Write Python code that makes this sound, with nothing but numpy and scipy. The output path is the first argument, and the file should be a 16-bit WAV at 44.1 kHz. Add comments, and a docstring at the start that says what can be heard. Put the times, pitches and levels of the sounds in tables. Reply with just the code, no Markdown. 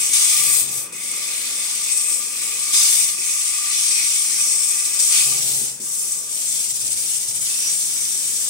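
"""Laser cutting a steel tube

Assist gas hisses from the nozzle, flares and changes colour on edges and slots, whistles in the nozzle gap
and blows the hollow tube into resonance: coloured noise under level curves, with sparks as random clicks.
Between cuts the gas valve knocks (decaying noise in frame resonances) and the chuck's drive hums (harmonics)
as it turns the tube. Gears rumble, a drive sings late on, and the hall drones with a fan tone."""
import sys
import numpy as np
from scipy import signal
from scipy.fft import rfft, irfft, next_fast_len
from scipy.io import wavfile
from scipy.ndimage import uniform_filter1d, map_coordinates

SR = 44100
rng = np.random.default_rng(int(sys.argv[2]) if len(sys.argv) > 2 else 0)


def store_pcm(level_fs):
    """Save levels as 16-bit WAV."""
    pcm = np.round(np.clip(level_fs, -1, 1) * 32767).astype(np.int16)
    wavfile.write(sys.argv[1], SR, np.atleast_2d(pcm).T)


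N = 374409

# spectrum of the free jet's hiss: f/Hz, density/dB
HISS_SPECTRUM = [(60, -90), (900, -39), (3500, -32), (4700, -17), (5400, -2), (5800, .5), (6300, 0),
                 (6750, 0.5), (7200, 3), (9000, 5), (9400, -2.5), (10000, 1), (10900, -2.5), (11600, -16.5),
                 (14000, -21)]
# spectrum of the rush on the cut edge: f/Hz, density/dB
EDGE_SPECTRUM = [(50, -72), (200, -30.5), (600, -24.5), (1000, -18), (1850, -13), (2200, -6.5),
                 (3000, -3.5), (3550, 0), (4050, -2.5), (4900, 2), (5400, 0.5), (6400, 0.5), (8000, -2),
                 (12000, -28)]
# resonances of the nozzle gap: f/Hz, width/Hz, level/dB
GAP_MODES = [(8366, 380, 18), (8660, 380, 5)]
TUBE_LEFT_S = 5.4  # the nozzle leaves the tube's opening
TUBE_LAG_S = 0.00005  # left-right lag of the tube's sound


def amp(db):
    """Decibels to gain."""
    return np.exp(np.log(10) / 20 * np.asarray(db))


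def unit(x):
    """Scale to rms 1."""
    return x / np.sqrt(np.mean(x ** 2) + 1e-20)


def along(points, hz):
    """Interpolate (f/Hz, value) points on a log-frequency axis."""
    f, v = np.transpose(points)
    return np.interp(np.log(hz + 1), np.log(f + 1), v)


def clock():
    """Time of every sample in s."""
    return np.arange(N) / SR


def curves(rows):
    """One value per sample for each column after the time."""
    s, *columns = np.transpose(rows)
    return [np.interp(clock(), s, column) for column in columns]


def wobble(knots_per_s):
    """Smooth random curve: spline through normal random knots."""
    s = np.arange(0, N / SR, 1 / 2000)
    knots = rng.standard_normal(int(N * knots_per_s / SR) + 4)
    return np.interp(clock(), s, map_coordinates(knots, [s * knots_per_s]))


def gate(start, end, rise=.03, fall=.03):
    """Envelope of 1 between start and end, with straight ramps (s) centred on both."""
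    opening = np.clip((clock() - start) / rise + .5, 0, 1)
    closing = np.clip((end - clock()) / fall + .5, 0, 1)
    return opening * closing


def burst(s, t60):
    """Envelope that rises within a millisecond at s and decays 60 dB per t60 (s)."""
    age = np.clip(clock() - s, 0, 1)
    decay = amp(np.maximum(-60 * age / t60, -160))
    return np.minimum(age / .001, 1) * decay


def filtered(x, response):
    """Apply a response of frequency to x."""
    m = next_fast_len(N + SR // 4)
    return irfft(rfft(x, m) * response(np.fft.rfftfreq(m, 1 / SR)), m)[..., :N]


def colour(points):
    """Response of a (f/Hz, level/dB) spectrum."""
    return lambda hz: amp(along(points, hz))


def resonances(modes, skirt=1.49):
    """Response of separately excited resonances, summed in power; skirt sets their steepness."""
    def response(hz):
        power = sum(amp(db) ** 2 / (1 + (2 * (hz - centre) / width) ** 2) ** skirt
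                    for centre, width, db in modes)
        return np.sqrt(power)
    return response


def rush(response, lag_s=0.00019):
    """Stereo noise of rms 1; its shared part reaches the left microphone lag_s earlier."""
    # likeness of the two microphones: f/Hz, shared power/1
    likeness = [(60, 1), (300, 0.9), (700, 0.77), (1000, 0.5), (2300, 0.56), (4000, 0.42), (8000, 0.15),
                (15000, 0.1)]
    # balance of the two microphones: f/Hz, left minus right/dB
    balance = [(100, -3), (1500, -2), (2400, -6), (3000, -1), (3700, -2), (4500, 5.5), (5600, -7),
               (6700, 2.5), (7400, -1.5), (8350, 13.5), (9200, -2), (10400, 17), (12000, 2.5), (15000, 8.5)]
    m = 2 * next_fast_len(N // 2 + 1)
    hz = np.fft.rfftfreq(m, 1 / SR)
    noise = rng.standard_normal((3, 2 * len(hz))).view(complex)
    sides = np.array([[.5], [-.5]])
    alike = np.clip(along(likeness, hz), 0, 1)
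    shared = np.sqrt(alike) * noise[0] * np.exp(2j * np.pi * hz * lag_s * sides)
    pair = shared + np.sqrt(1 - alike) * noise[1:]
    lean = amp(along(balance, hz) * sides)
    lean /= np.linalg.norm(lean, axis=0)  # same total power at every frequency
    return unit(irfft(pair * (lean * response(hz)), m)[:, :N])


def tone(hz, drift=0.00636, waver_db=2.5):
    """Machine tone of rms 1, slightly unsteady in pitch and level."""
    phase = 2 * np.pi * np.cumsum(hz * (1 + drift * wobble(10))) / SR
    return unit(amp(waver_db * wobble(8)) * np.sin(phase))


def panels(x, echo_db=-5.5, decay_s=0.0056, dull_hz=9000, count=120):
    """The machine's steel panels add a short cluster of dulled echoes, different at each microphone."""
    out = np.zeros_like(x)
    lowpass = signal.butter(1, min(dull_hz, SR / 3), fs=SR)
    for side in range(2):
        delays_s = rng.uniform(.0018, .028, count)
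        strengths = rng.choice([-1, 1], count) * np.exp(-delays_s / decay_s)
        echoes = np.bincount((delays_s * SR).astype(int), strengths)
        response = signal.lfilter(*lowpass, amp(echo_db) * echoes / np.linalg.norm(echoes))
        response[0] = 1  # direct sound
        out[side] = signal.oaconvolve(x[side], response / np.linalg.norm(response))[:N]
    return out


def shimmer(x, patchy_db=1.6, band_size=3, frame_size=18):
    """Slowly shifting random narrow-band ripple in the noise's colour; sizes in bins, frames."""
    z = signal.stft(x, nperseg=512)[2]
    field = uniform_filter1d(rng.standard_normal(z.shape[1:]), band_size, 0)
    field = uniform_filter1d(field, frame_size, 1)
    rippled = signal.istft(z * amp(patchy_db * unit(field)), nperseg=512)[1][:, :N]
    return unit(rippled) * np.std(x)


def gas():
    """One jet drives hiss, edge rush with sparks, sizzle, gap whistle and the tube's air column."""
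    # slow course of the jet: t/s, strength/dB, edge rush relative to it/dB
    jet_course = [(0, -16, -10.5), (0.42, -20.5, -10.5), (0.72, -24, -9.5), (1.05, -22.5, -10),
                  (1.4, -23, -6), (1.87, -20.5, -7.5), (2.25, -22, -10.5), (2.55, -20.5, -8.5),
                  (3.35, -16.5, -12), (3.62, -19.5, -7), (3.9, -16, -8), (4.55, -15.5, -14),
                  (4.87, -17.5, -13), (5.45, -18.5, -9), (6, -18, -18), (6.5, -18, -12), (7.4, -17.5, -13),
                  (8.49, -18.5, -12)]
    # sizzle spectrum: f/Hz, density/dB
    sizzle_spectrum = [(100, -84), (4000, -15), (8000, 9), (11000, 3.5), (12000, 1), (13500, 0.5),
                       (15200, 2), (16000, 0)]
    # air column of the tube: f/Hz, width/Hz, level/dB
    tube_modes = [(2200, 300, -4), (2504, 350, -4), (3400, 190, -8.5)]
    hiss_re_jet_db, edge_offset_db, whistle_re_jet_db = -5, -1, -7.5
    sizzle_base_db, sizzle_db_per_jet_db = -20, .45
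    tube_base_db, tube_db_per_edge_db, tube_left_db = -25, 0.52, -12.5
    away_whistle_db, away_sizzle_db = -2, 0.5  # changes away from the tube's opening

    jet_db, on_edge_db = curves(jet_course)
    hiss_flare_db, edge_flare_db, whistle_flare_db, sizzle_flare_db = flares()
    supply_db = throttle() + flutter()
    flow_db = jet_db + supply_db
    edge_db = flow_db + on_edge_db + edge_flare_db
    away = gate(TUBE_LEFT_S, np.inf, rise=0.3)

    hiss_db = hiss_re_jet_db + flow_db + hiss_flare_db + 0.18 * wobble(30)
    rush_db = edge_offset_db + edge_db + 0.94 * wobble(70)
    sizzle_db = sizzle_base_db + sizzle_db_per_jet_db * jet_db + supply_db + sizzle_flare_db
    sizzle_db = sizzle_db + away_sizzle_db * away
    whistle_db = whistle_re_jet_db + flow_db + whistle_flare_db
    whistle_db = whistle_db + away_whistle_db * away + 0.36 * wobble(25)
    tube_db = tube_base_db + tube_db_per_edge_db * edge_db + tube_left_db * away + 1.6 * wobble(13)

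    hiss = amp(hiss_db) * rush(colour(HISS_SPECTRUM))
    edge = amp(rush_db) * rush(colour(EDGE_SPECTRUM))
    sizzle = amp(sizzle_db) * rush(colour(sizzle_spectrum))
    whistle = amp(whistle_db) * rush(resonances(GAP_MODES))
    tube = amp(tube_db) * rush(resonances(tube_modes), lag_s=TUBE_LAG_S)
    return hiss + edge + sizzle + whistle + tube + sparks(edge_db)


def flutter():
    """Gas gain in dB: runs of dips as the nozzle hunts for its height, over quick turbulence."""
    # runs of dips: first dip t/s, last dip t/s, period/s, depth/dB
    dip_runs = [(6.68, 6.955, 0.0538, -4), (7.193, 7.4, 0.068, -4.5)]
    dip_s = 0.014  # half width at 1/e of the depth
    t = clock()
    db = 0.38 * wobble(45) + .5 * wobble(260) + 0.48 * wobble(9)
    for first, last, period, depth_db in dip_runs:
        on = (t > first - period / 2) & (t < last + period / 2)
        offset = (t[on] - first + period / 2) % period - period / 2
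        db[on] += depth_db * np.exp(-(offset / dip_s) ** 2)
    return db


def sparks(edge_db, per_second=300, spark_db=-9):
    """Droplets blown off the cut edge make tiny cracks, stronger as the edge rush grows."""
    hits = rng.random(N) < per_second / SR
    sizes = rng.uniform(-1.03, 1, (2, N))
    crack_colour = lambda hz: colour(HISS_SPECTRUM)(hz) + colour(EDGE_SPECTRUM)(hz)
    return unit(filtered(hits * sizes, crack_colour)) * amp(edge_db + spark_db)


def flares():
    """Gain in dB of hiss, edge, whistle, sizzle as the jet spills over edges; it never falls below 0."""
    # flares: start/s, end/s, release/s, hiss/dB, edge/dB, whistle/dB, sizzle/dB
    blasts = [(0.129, 0.442, 0.079, 7, 8.5, 5, 5.5), (0.42, 0.635, 0.056, 3, 6, 9.5, 10.5),
              (0.714, 0.847, 0.077, -3, -1, 3, 5), (1.916, 2.2, .08, 3, -0.5, 8.5, 0),
              (2.731, 3.03, 0.27, 8, 8.5, 6.5, 6), (4.992, 5.332, .16, 6.5, 5.5, 3.5, 3),
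              (5.117, 5.254, 0.085, 6.3, 10.5, 6.5, 7), (5.28, 5.62, .1, -1, 1.5, 2, 1.5),
              (7.457, 7.714, .02, -0.9, 3, -2, -4)]
    attack_s = .014
    sag_db_per_s, brighten_db_per_s = 4, 15  # hiss and edge sink, sizzle grows
    slopes = [-sag_db_per_s, -sag_db_per_s, 0, brighten_db_per_s]
    gains = np.zeros((4, N))
    for start, end, release, *levels in blasts:
        envelope = gate(start, end, rise=attack_s, fall=release)
        on = envelope > 0
        drift = np.outer(slopes, clock()[on] - start)
        flare_db = envelope[on] * (np.array(levels)[:, None] + drift)
        gains[:, on] = np.maximum(gains[:, on], flare_db)
    return gains


def throttle():
    """Gas supply gain in dB: bleeds away between cuts, jumps back as the valve reopens, then refills."""
    # throttlings: start/s, reopening/s, depth/dB
    chokes = [(0.787, 0.923, -16.5), (3.08, 3.18, -5), (5.652, 5.801, -15), (6.037, 6.292, -7.5)]
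    refill_share, refill_s = 0.51, 0.071  # part of the dB drop left at reopening, its time constant
    t, db = clock(), np.zeros(N)
    for start, reopen, depth_db in chokes:
        bleed = np.clip((t - start) / (reopen - start), 0, 1) ** 1.2
        refill = refill_share * np.exp(-np.minimum(np.abs(t - reopen) / refill_s, 20))
        db += depth_db * np.where(t < reopen, bleed, refill)
    return db


def hoot():
    """The tube's bore sounds like a blown pipe, wavering, whenever gas enters it: narrow-band noise."""
    # bore resonance: f/Hz, width/Hz, level/dB
    bore_modes = [(1186, 62, 0)]
    # gas entering the bore: start/s, end/s, level/dB
    hoots = [(-0.2, 5.42, -49.5), (0.18, 0.6, -45.5), (2.45, 2.87, -45.5), (3.53, 3.72, -44.5),
             (5.08, 5.4, -48), (5.85, 6.33, -56)]
    power = sum((amp(db) * gate(start, end, rise=.09, fall=0.055)) ** 2 for start, end, db in hoots)
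    return np.sqrt(power) * amp(1.2 * wobble(12)) * rush(resonances(bore_modes), lag_s=TUBE_LAG_S)


def chuck(gear_db=-3.5, rough_db=2.4):
    """Gears of feed axis and chuck rumble as noise; the drive hums in unsteady harmonics during turns."""
    # feed axis pushing the tube forward: start/s, end/s, level/dB
    feeds = [(-0.2, 1.32, -63.5), (2.93, 3.3, -61), (5.75, 8.7, -57.5)]
    # turns: start/s, end/s, drive pitch f/Hz, level/dB, overtones/dB
    turns = [(0.361, 0.843, 133, -53, -0.5), (5.253, 5.692, 132.7, -48, 0), (6.722, 7.162, 112, -60.5, -16),
             (7.269, 7.437, 112.8, -54, -15)]
    # drive harmonics: multiple/1, level/dB
    harmonics = [(1, 0.5), (2, -10.5), (3, -5.5), (4, -8), (5, -11), (6, -7.5)]
    # gear rumble spectrum: f/Hz, density/dB
    gear_spectrum = [(25, -35), (60, -16), (90, -4.5), (125, 2.5), (185, 0), (260, -8.5), (400, -11),
                     (900, -10.5), (3000, -70)]
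    hum = np.zeros(N)
    effort = sum(amp(db) * gate(start, end, rise=.12, fall=.12) for start, end, db in feeds)
    speed = 1 + 0.0108 * wobble(40)
    strengths = [amp(level + rough_db * wobble(45)) for _, level in harmonics]
    for start, end, hz, db, overtone_db in turns:
        envelope = amp(db) * gate(start, end, rise=.04, fall=0.23)
        on = envelope > 0
        phase = 2 * np.pi * np.cumsum(hz * speed[on]) / SR
        for order, (multiple, _) in enumerate(harmonics):
            partial = np.sqrt(2) * np.sin(round(multiple) * phase + rng.uniform(0, 2 * np.pi))
            strength = strengths[order][on] * amp(overtone_db * (order > 0))
            hum[on] += envelope[on] * strength * partial
        effort = effort + amp(gear_db) * envelope
    stereo_hum = hum * amp([[-1.2], [1.2]])  # left, right
    return stereo_hum + effort * rush(colour(gear_spectrum), lag_s=0)


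def hall():
    """Extraction fans: low, uneven noise drone and a faint blade tone."""
    # drone spectrum: f/Hz, density/dB
    drone_spectrum = [(20, -42), (45, -30), (70, -11), (110, -10), (170, 0.5), (270, 1), (370, -0.5),
                      (520, 1.5), (720, -6), (1000, -3), (1400, -4.5), (2200, -6), (5000, -17.5),
                      (12000, -50)]
    # drone course: t/s, level/dB
    drone_course = [(0, -47.5), (2.7, -48), (3.4, -52), (4.2, -52), (4.6, -48.5), (6.7, -51), (8.49, -51.5)]
    fan_hz, fan_db = 355, -65.5
    drone = shimmer(rush(colour(drone_spectrum), lag_s=0), patchy_db=2, band_size=2, frame_size=20)
    drone_db = curves(drone_course)[0] + 0.39 * wobble(6)
    return amp(drone_db) * drone + amp(fan_db) * tone(fan_hz)


def slot_and_tube_tones():
    """Narrow noise bands, partly different at each microphone: edge tones over slots, a tube resonance."""
    # bands: start/s, end/s, f/Hz, width of each filter pass/Hz, level/dB
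    tone_bands = [(0.129, 0.416, 6300, 400, -35), (0.2, 0.589, 3430, 330, -37.5),
                  (0.201, 0.57, 2320, 700, -37.5), (0.95, 1.9, 2140, 260, -43), (0.97, 1.9, 3530, 130, -49),
                  (2.739, 2.978, 6250, 259.2, -28), (2.741, 2.888, 5000, 260, -26.5),
                  (2.737, 2.976, 3590, 260, -37.5), (3.721, 4.703, 5650, 864, -31.5),
                  (5.107, 5.23, 2500, 600, -34), (5.103, 5.24, 6200, 230, -31),
                  (7.499, 7.71, 2640, 140, -44), (7.598, 7.714, 5800, 450, -29)]
    out = np.zeros((2, N))
    for start, end, hz, width, db in tone_bands:
        envelope = gate(start, end)
        on = envelope > 0
        noise = rng.standard_normal(on.sum()) + rng.standard_normal((2, on.sum()))
        b, a = signal.iirpeak(hz, hz / width, SR)
        band = signal.lfilter(b, a, signal.lfilter(b, a, noise))
        out[:, on] += amp(db) * envelope[on] * unit(band)
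    return out


def spits():
    """Short bright spurts of gas as the valve opens or the jet breaks through the steel: decaying noise."""
    # spurts: t/s, level/dB, t60/s
    spurts = [(0.925, -29, .06), (1.114, -17, 0.046), (1.974, -11, .04), (5.002, -14, .04),
              (6.119, -13, 0.066)]
    envelope = sum(amp(db) * burst(s, t60) for s, db, t60 in spurts)
    return envelope * rush(lambda hz: colour(HISS_SPECTRUM)(hz) + resonances(GAP_MODES)(hz))


def knocks():
    """Gas valve and carriage knock: dull thuds, decaying noise in the frame's resonances."""
    # knocks: t/s, level/dB
    thuds = [(0.925, -43), (2.73, -51), (3.18, -45), (5.615, -41), (5.8, -41)]
    frame = resonances([(215, 34, 6), (360, 100, 0), (540, 120, -24)])  # f/Hz, width/Hz, level/dB
    return sum(amp(db) * burst(s, t60=0.22) for s, db in thuds) * rush(frame, lag_s=0)


def servo():
    """A drive sings during the last feed: thin notes of narrow-band noise."""
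    # notes: f/Hz, width/Hz, level/dB
    notes = [(186, 14, -1), (261, 14, -3), (1125, 120, -8), (1346, 70, -7), (1760, 330, -8)]
    start_s, level_db = 7.45, -54
    return amp(level_db) * gate(start_s, np.inf, rise=.1) * rush(resonances(notes), lag_s=0)


def scene():
    """Gas and sparks at the nozzle, the machine and the hall around them."""
    nozzle = shimmer(panels(gas() + slot_and_tube_tones()), patchy_db=1.5)
    return nozzle + hoot() + spits() + knocks() + chuck() + servo() + hall()


def record(dry):
    """Round off the highest peaks, thin the deep bass and keep nothing above the band limit."""
    ceiling, low_cut_hz, top_hz = .92, 42, 15800
    rounded = dry / (1 + (dry / ceiling) ** 8) ** (1 / 8)
    return filtered(rounded, lambda hz: hz ** 2 / np.hypot(hz ** 2, low_cut_hz ** 2) * (hz < top_hz))


dry = scene()
out = record(dry)
store_pcm(out)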